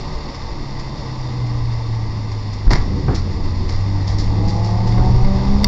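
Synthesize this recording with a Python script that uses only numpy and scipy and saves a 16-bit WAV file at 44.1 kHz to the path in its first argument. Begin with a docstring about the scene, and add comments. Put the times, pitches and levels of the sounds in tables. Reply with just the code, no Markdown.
"""A racing engine drones over rumbling, hissing tyres, heard inside a stripped saloon on a wet circuit.
Its four cylinders slow into a bend, then pull away while a rival accelerates alongside and another car
drones further off. The road shakes the bare shell and the tyres fling water. Loose fittings rattle,
bumps knock the body, and near the end come several sharp clicks.
A small dashboard camera overloads on the loudest peaks."""
import sys
import numpy as np
from scipy import signal
from scipy.fft import rfft, irfft
from scipy.io import wavfile
from scipy.ndimage import uniform_filter1d

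SR = 44100
rng = np.random.default_rng(int(sys.argv[2]) if len(sys.argv) > 2 else 0)


def to_wav(sig):
    """Store sig (one row per channel, or 1-D mono) as 16-bit WAV at the path in sys.argv[1].

    Samples outside -1..1 are clipped; the rate is SR.
    """
    pcm = np.clip(np.atleast_2d(sig), -1, 1) * 32767
    pcm = np.round(pcm).astype(np.int16)
    wavfile.write(sys.argv[1], SR, pcm.T)  # frames by channels


N = 250047

# How often our engine fires: it slows, holds, then climbs (time [s], firing rate [Hz])
FIRING_RATE = [(0.0, 151), (0.45, 139.6), (1.45, 120.5), (2.7, 99.37), (2.95, 90.8), (3.68, 89.2),
               (3.8, 99.1), (4.05, 98.1), (4.78, 107.6), (4.95, 115.7), (5.42, 126.2), (5.67, 139.3)]
CRUISE_HZ = 120  # the firing rate at cruising speed


def undb(db):
    """Turn decibels into a number to multiply by."""
    return 10 ** (np.asarray(db) / 20)


def unit(x):
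    """Scale a signal to an average strength (rms) of 1."""
    return x / np.sqrt(np.mean(x ** 2))


def curve(table):
    """Join (time, value) points with straight lines, one value per sample."""
    return np.interp(np.arange(N) / SR, *np.transpose(table))


def colour(x, spectrum):
    """Shape a sound by (frequency [Hz], level [dB]) points, fading steeply outside them; strength 1."""
    hz, db = np.transpose(spectrum)
    f = np.maximum(np.arange(len(x) // 2 + 1) * SR / len(x), 1)
    edges = np.minimum(f / hz[0], 1) ** 6 * np.minimum(hz[-1] / f, 1) ** 12
    gain = undb(np.interp(np.log(f), np.log(hz), db))
    return unit(irfft(rfft(x) * edges * gain, len(x)))


def noise():
    """White noise: an even hiss."""
    return rng.standard_normal(N)


def wander(rate):
    """A smooth random wobble that heads for a new value `rate` times a second; strength 1."""
    hold = max(int(SR / rate), 1)
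    steps = np.repeat(rng.standard_normal(N // hold + 1), hold)
    return unit(uniform_filter1d(uniform_filter1d(steps, hold), hold)[:N])


def grains(per_second, spread_db):
    """Tiny impacts at random moments, some larger than the rest; strength 1."""
    sizes = undb(spread_db * np.minimum(rng.exponential(size=N), 5))
    return unit((rng.random(N) < per_second / SR) * sizes * noise())


def since(start_s):
    """Seconds since a moment, zero before it."""
    return np.maximum(np.arange(N) / SR - start_s, 0)


def ramp(start_s, rise_s):
    """Climb from 0 to 1 and stay there."""
    return np.minimum(since(start_s) / rise_s, 1)


def burst(start_s, decay_s, rise_s=0.006):
    """Climb quickly to 1, then die away."""
    return ramp(start_s, rise_s) * np.exp(-since(start_s + rise_s) / decay_s)


def crank(hz, jitter):
    """A slightly uneven crankshaft: an angle (phase) that advances by 2 pi with each firing."""
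    return 2 * np.pi * np.cumsum(hz * (1 + jitter * wander(40))) / SR


def engine_tone(phase, multiple, flutter):
    """One tone at a multiple of the firing rate, fluttering as the fuel burns unevenly."""
    tone = np.sqrt(2) * np.sin(multiple * phase + rng.uniform(0, 2 * np.pi))
    return tone * (1 + flutter * wander(22))


def engine():
    """The firing booms in the shell, unequal cylinders add in-between tones, and valves tick in step."""
    # How loudly the shell booms while coasting (firing rate [Hz], level [dB])
    shell_boom = [(90, -24), (102, -24), (112, -22), (120, -20), (126, -28.5), (135, -34), (150, -37)]
    # The other tones; four firings make a cycle, so they fall on quarter steps
    # (multiple of the firing rate, relative level coasting [dB], relative level under power [dB])
    tone_levels = [(.5, -0.5, -6), (.75, 7.5, -4), (1.5, -3, -3), (1.75, -0.5, -11.5), (2, -7, 6),
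                   (2.5, 4, -8.5), (3, -16.5, 1.5), (3.5, -15, -8.5), (4, -7.5, -8.5), (4.5, -26.5, -16.5),
                   (5, -16, -28), (6, -17.5, -28.5), (7, -15.5, -19), (7.5, -23.5, -31), (8, -15, -17.5)]
    # Tone colour of the valves (frequency [Hz], relative level [dB])
    valve_colour = [(400, -7.5), (900, 6.5), (1200, -21.5), (1500, -15.5), (2000, -7), (2600, -30.0)]
    hz = curve(FIRING_RATE)
    throttle = ramp(start_s=3.695, rise_s=0.17)
    phase = crank(hz, jitter=0.0029)
    boom_db = np.interp(hz, *np.transpose(shell_boom)) + 5.5 * throttle
    boom = engine_tone(phase, 1, flutter=0.12) * undb(boom_db)
    tones = sum(engine_tone(phase, multiple, flutter=0.3) * undb(coast + throttle * (power - coast))
                for multiple, coast, power in tone_levels)
    tones_db = -48.5 + 6.5 * throttle + 3.5 * np.log2(hz / CRUISE_HZ)
    valves = colour(noise() * (1 + np.cos(phase)) ** 2, valve_colour)
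    return boom + cabin(tones * undb(tones_db)) + valves * undb(-50 + 9.2 * throttle)


def cabin(x):
    """The air in the cabin rings at certain pitches and boosts tones that sweep through them."""
    # Where the air rings (frequency [Hz], width [Hz], boost [dB])
    resonances = [(299.6, 15, 5), (378, 23, 2), (486, 22, 2), (584, 10, 13.5), (749.5, 24, 13.5),
                  (834, 20, 4), (875, 16, 5)]
    f = np.arange(N // 2 + 1) * SR / N
    boost_db = sum(db / (1 + (2 * (f - hz) / width) ** 2) for hz, width, db in resonances)
    return irfft(rfft(x) * undb(boost_db), N)


def road_level(law):
    """A road noise's level in dB: it grows on rough track and shifts with speed, set by the engine."""
    # The track is smooth until the first bump, then coarser (time [s], roughness [0-1])
    roughness = [(2.6, 0), (2.8, 0.45), (4.0, 0.39), (5.05, 0.69), (5.67, 0.93)]
    cruise_db, speed_db, rough_db = law
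    speed_doublings = np.log2(curve(FIRING_RATE) / CRUISE_HZ)
    return cruise_db + speed_db * speed_doublings + rough_db * curve(roughness)


def road():
    """The road shakes the shell; tyres roar through water and fling droplets at the wheel arches."""
    # Tone colour of each noise (frequency [Hz], relative level [dB])
    rumble_colour = [(8, -9.5), (17, 4.5), (27, -5.5), (45, -5.5), (70, -6.5), (100, -11.5), (150, -22.5),
                     (220, -37.5)]
    drone_colour = [(90, -11.5), (140, 8), (175, 0.5), (212, 5), (245, -3.5), (290, 3), (330, -5),
                    (375, -1.5), (420, -15), (470, -6.5), (560, -18)]
    roar_colour = [(260, -32.5), (450, 2), (482, 1.5), (508, -9.5), (562, 0.5), (714, -4.5), (769, 1),
                   (803, -3.5), (878, 3.5), (951, -1), (1010, -1.5), (1170, -1), (1270, -12), (1340, -18),
                   (1600, -16), (2080, -51.5), (3520, -120)]
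    spray_colour = [(760, -31), (1300, -7), (1380, -12), (1720, -6.5), (2010, 1), (2370, -9), (2710, -7),
                    (2990, -12.5), (3280, -10.5), (3620, -2.5), (3990, -9.5), (4350, -0.5), (4900, -1),
                    (5630, -5), (6300, -22.5), (8190, -52.5), (13900, -120)]
    fine_spray_colour = [(5800, -27), (6300, -3), (6800, 5), (7300, -0.5), (8000, -19), (9000, -33.5)]
    # How loud each noise is
    # (cruising on smooth track [dB], change per doubling of speed [dB], added at full roughness [dB])
    rumble_law = (-27.5, -2, 14.3)
    drone_law = (-35.5, -4.5, 5.6)
    roar_law = (-39, 7.2, 6.7)
    spray_law = (-41, 4, 2.3)
    # Dips in the track that make the shell rumble for a moment (time [s], level [dB])
    dips = [(.12, -26), (1.65, -23), (2.78, -18), (3.45, -21), (4.25, -19), (5.08, -11.5)]
    t = np.arange(N) / SR
    swells = sum(undb(db) * np.exp(-((t - s) / 0.12) ** 2) for s, db in dips)
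    rumble = colour(noise(), rumble_colour) * np.hypot(undb(road_level(rumble_law)), swells)
    drone = colour(noise(), drone_colour) * undb(road_level(drone_law) + 3.0 * wander(12))
    roar = colour(noise(), roar_colour) * undb(road_level(roar_law) + 0.55 * wander(11))
    droplets = grains(per_second=16000, spread_db=0.3)
    spray = colour(droplets, spray_colour) + undb(-21) * colour(droplets, fine_spray_colour)
    return rumble + drone + roar + spray * undb(road_level(spray_law) + 0.67 * wander(28))


def panels():
    """Bare sheet metal, shaken at random by the road, sings faintly at its own pitches."""
    # The panels' notes (frequency [Hz], width [Hz], level [dB])
    notes = [(914, 22, -51.5), (1016, 9.7, -49), (1140, 5.3, -56.5), (1238, 5.3, -57.5), (1917, 8.7, -56.5),
             (2056, 6.3, -57)]
    shake = noise()
    return sum(undb(db) * unit(signal.lfilter(*signal.iirpeak(hz, hz / width, fs=SR), shake))
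               for hz, width, db in notes)


def rattles():
    """Loose fittings rattle and water splashes against the shell, making showers of small taps, some deep and
    full, others thin and bright."""
    # Tone colour of the taps (frequency [Hz], relative level [dB])
    tap_colour = [(300, -9), (900, 8.5), (1500, -5), (2050, 7.5), (2450, -6.5), (3000, -8.5), (3650, -2.5),
                  (4050, -1), (4600, 5.5), (5500, 3.5), (6200, -8.5), (7000, -8.5), (8000, -26),
                  (9000, -34)]
    # Showers of taps (time [s], level [dB], fade time [s], change to the low part [dB])
    showers = [(.342, -36.5, .016, -5), (.79, -34, .014, -10), (2.311, -36.5, 0.026, -2),
               (2.528, -34.5, 0.021, -8), (2.703, -22, 0.019, 4.5), (2.726, -27.5, 0.04, 9.5),
               (3.142, -25, .033, -9), (3.688, -33.5, 0.075, -1.5), (4.069, -29.5, 0.061, -6),
               (4.181, -28, 0.046, -13), (4.477, -30, 0.072, -14), (4.641, -33.5, 0.07, -10),
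               (4.868, -33, .036, -16)]
    chatter = colour(grains(per_second=6000, spread_db=2.0), tap_colour)
    lows = signal.sosfiltfilt(signal.butter(2, 2800, fs=SR, output="sos"), chatter)
    highs = chatter - lows
    return sum(undb(db) * burst(s, decay) * (highs + undb(low_db) * lows)
               for s, db, decay, low_db in showers)


def bumps():
    """A bump sets the whole body booming and swings its heavy parts for a few cycles."""
    # Tone colour of the booming body (frequency [Hz], relative level [dB])
    body_colour = [(40, 4), (90, 4), (140, -1), (200, -1), (290, -5), (380, -5.5), (520, -15), (700, -18),
                   (810, -13.5), (1000, -16.5), (1500, -24), (2200, -35), (4000, -49)]
    # Knocks to the body (time [s], level [dB], fade time [s])
    knocks = [(2.666, -20, 0.043), (2.704, -14, 0.057), (3.078, -11.5, 0.051), (4.972, -18.5, 0.062)]
    # Swings of the shell on its springs, or of the stiffer floor
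    # (time [s], frequency [Hz], peak level [dB], time to the peak [s])
    swings = [(2.665, 33.1, 2.5, 0.017), (3.077, 130, -13.5, 0.02), (5.222, 17.1, -4, 0.025)]
    out = colour(noise(), body_colour) * sum(undb(db) * burst(s, decay) for s, db, decay in knocks)
    for s, hz, db, peak_s in swings:
        t = since(s)
        swell = (t / peak_s * np.exp(1 - t / peak_s)) ** 2
        out -= undb(db) * swell * np.sin(2 * np.pi * hz * t)
    return out


def passing_car(car, jitter, flutter):
    """A car speeds up evenly, sounding weaker with distance; gives its firing tone and its phase."""
    nearest_s, hz, climb, db, fade_s = car
    t = np.arange(N) / SR - nearest_s
    phase = crank(hz + climb * t, jitter)
    return engine_tone(phase, 1, flutter) * undb(db) / np.hypot(1, t / fade_s), phase


def other_cars():
    """Two exhausts heard through the doors as they leave the bend: one close and harsh, one a drone."""
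    # Each car (time when nearest [s], firing rate then [Hz], climb [Hz per s],
    # level then [dB], time to fall by 3 dB [s])
    rival = (5.5, 199.5, 32.5, -20, 0.18)
    far_car = (5, 191, 22, -27, 0.6)
    # Tones in the rival's rasp (multiple of the firing rate, relative level [dB])
    rasp_tones = [(2, 4), (2.75, -7), (3, -1), (3.75, -10), (4, 0.5), (4.25, -9.5), (4.75, -1.5), (5, 1),
                  (6, -10.5)]
    near, phase = passing_car(rival, jitter=0.0022, flutter=0.06)
    rasp = sum(engine_tone(phase, multiple, flutter=0.34) * undb(db) for multiple, db in rasp_tones)
    # The rasp flares as the rival's pipe turns towards the cabin, holds, then fades.
    flare = ramp(start_s=4.19, rise_s=0.32) * np.exp(-since(5.06) / 0.7)
    far, _ = passing_car(far_car, jitter=0.0034, flutter=0.067)
    return (near + far) * ramp(start_s=3.65, rise_s=0.18) + cabin(rasp * undb(-41) * flare)


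def clicks():
    """Sharp clicks close to the camera ring briefly, some duller and some brighter."""
    # Each click (time [s], strength [dB], pitch above which it rings weakly [Hz])
    hits = [(4.804, -15, 2800), (4.924, -10.5, 2800), (4.981, -9, 2780), (5.059, -20.5, 4500),
            (5.162, -16, 3000), (5.248, -13, 3181), (5.634, -11, 3440), (5.644, -0.5, 9000),
            (5.647, -10, 7020)]
    # The pitches at which each click rings (frequency [Hz], relative level [dB], time to fade 60 dB [s])
    pitches = [(2125, -13.5, 0.024), (2870, -21.5, 0.024), (3660, -11, 0.018), (4680, -1, 0.013),
               (5180, -2.5, 0.016), (5630, -19.5, 0.033), (7170, -18, 0.011)]
    t = np.arange(SR // 20) / SR
    out = np.zeros(N + len(t))
    for s, hit_db, limit_hz in hits:
        start = int(s * SR)
        for hz, db, ring_s in pitches:
            size = undb(hit_db + db) * np.exp(-(hz / limit_hz) ** 2)
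            fade = np.exp(-np.log(1000) * t / ring_s)
            out[start:start + len(t)] += size * np.sin(2 * np.pi * hz * t) * fade
    return out[:N]


def scene():
    """Everything that reaches the dashboard, in one channel."""
    return (engine() + road() + panels() + rattles() + bumps() + other_cars() + clicks())[None]


def record(dry):
    """The camera's microphone loses the highest treble, then its circuit flattens the loudest peaks."""
    mic_hz, ceiling, top_hz = 8247, 0.72, 15700
    heard = signal.sosfilt(signal.butter(12, mic_hz, fs=SR, output="sos"), dry)
    flattened = heard / (1 + (heard / ceiling) ** 12) ** (1 / 12)
    return signal.sosfilt(signal.butter(12, top_hz, fs=SR, output="sos"), flattened)


dry = scene()
out = record(dry)
to_wav(out)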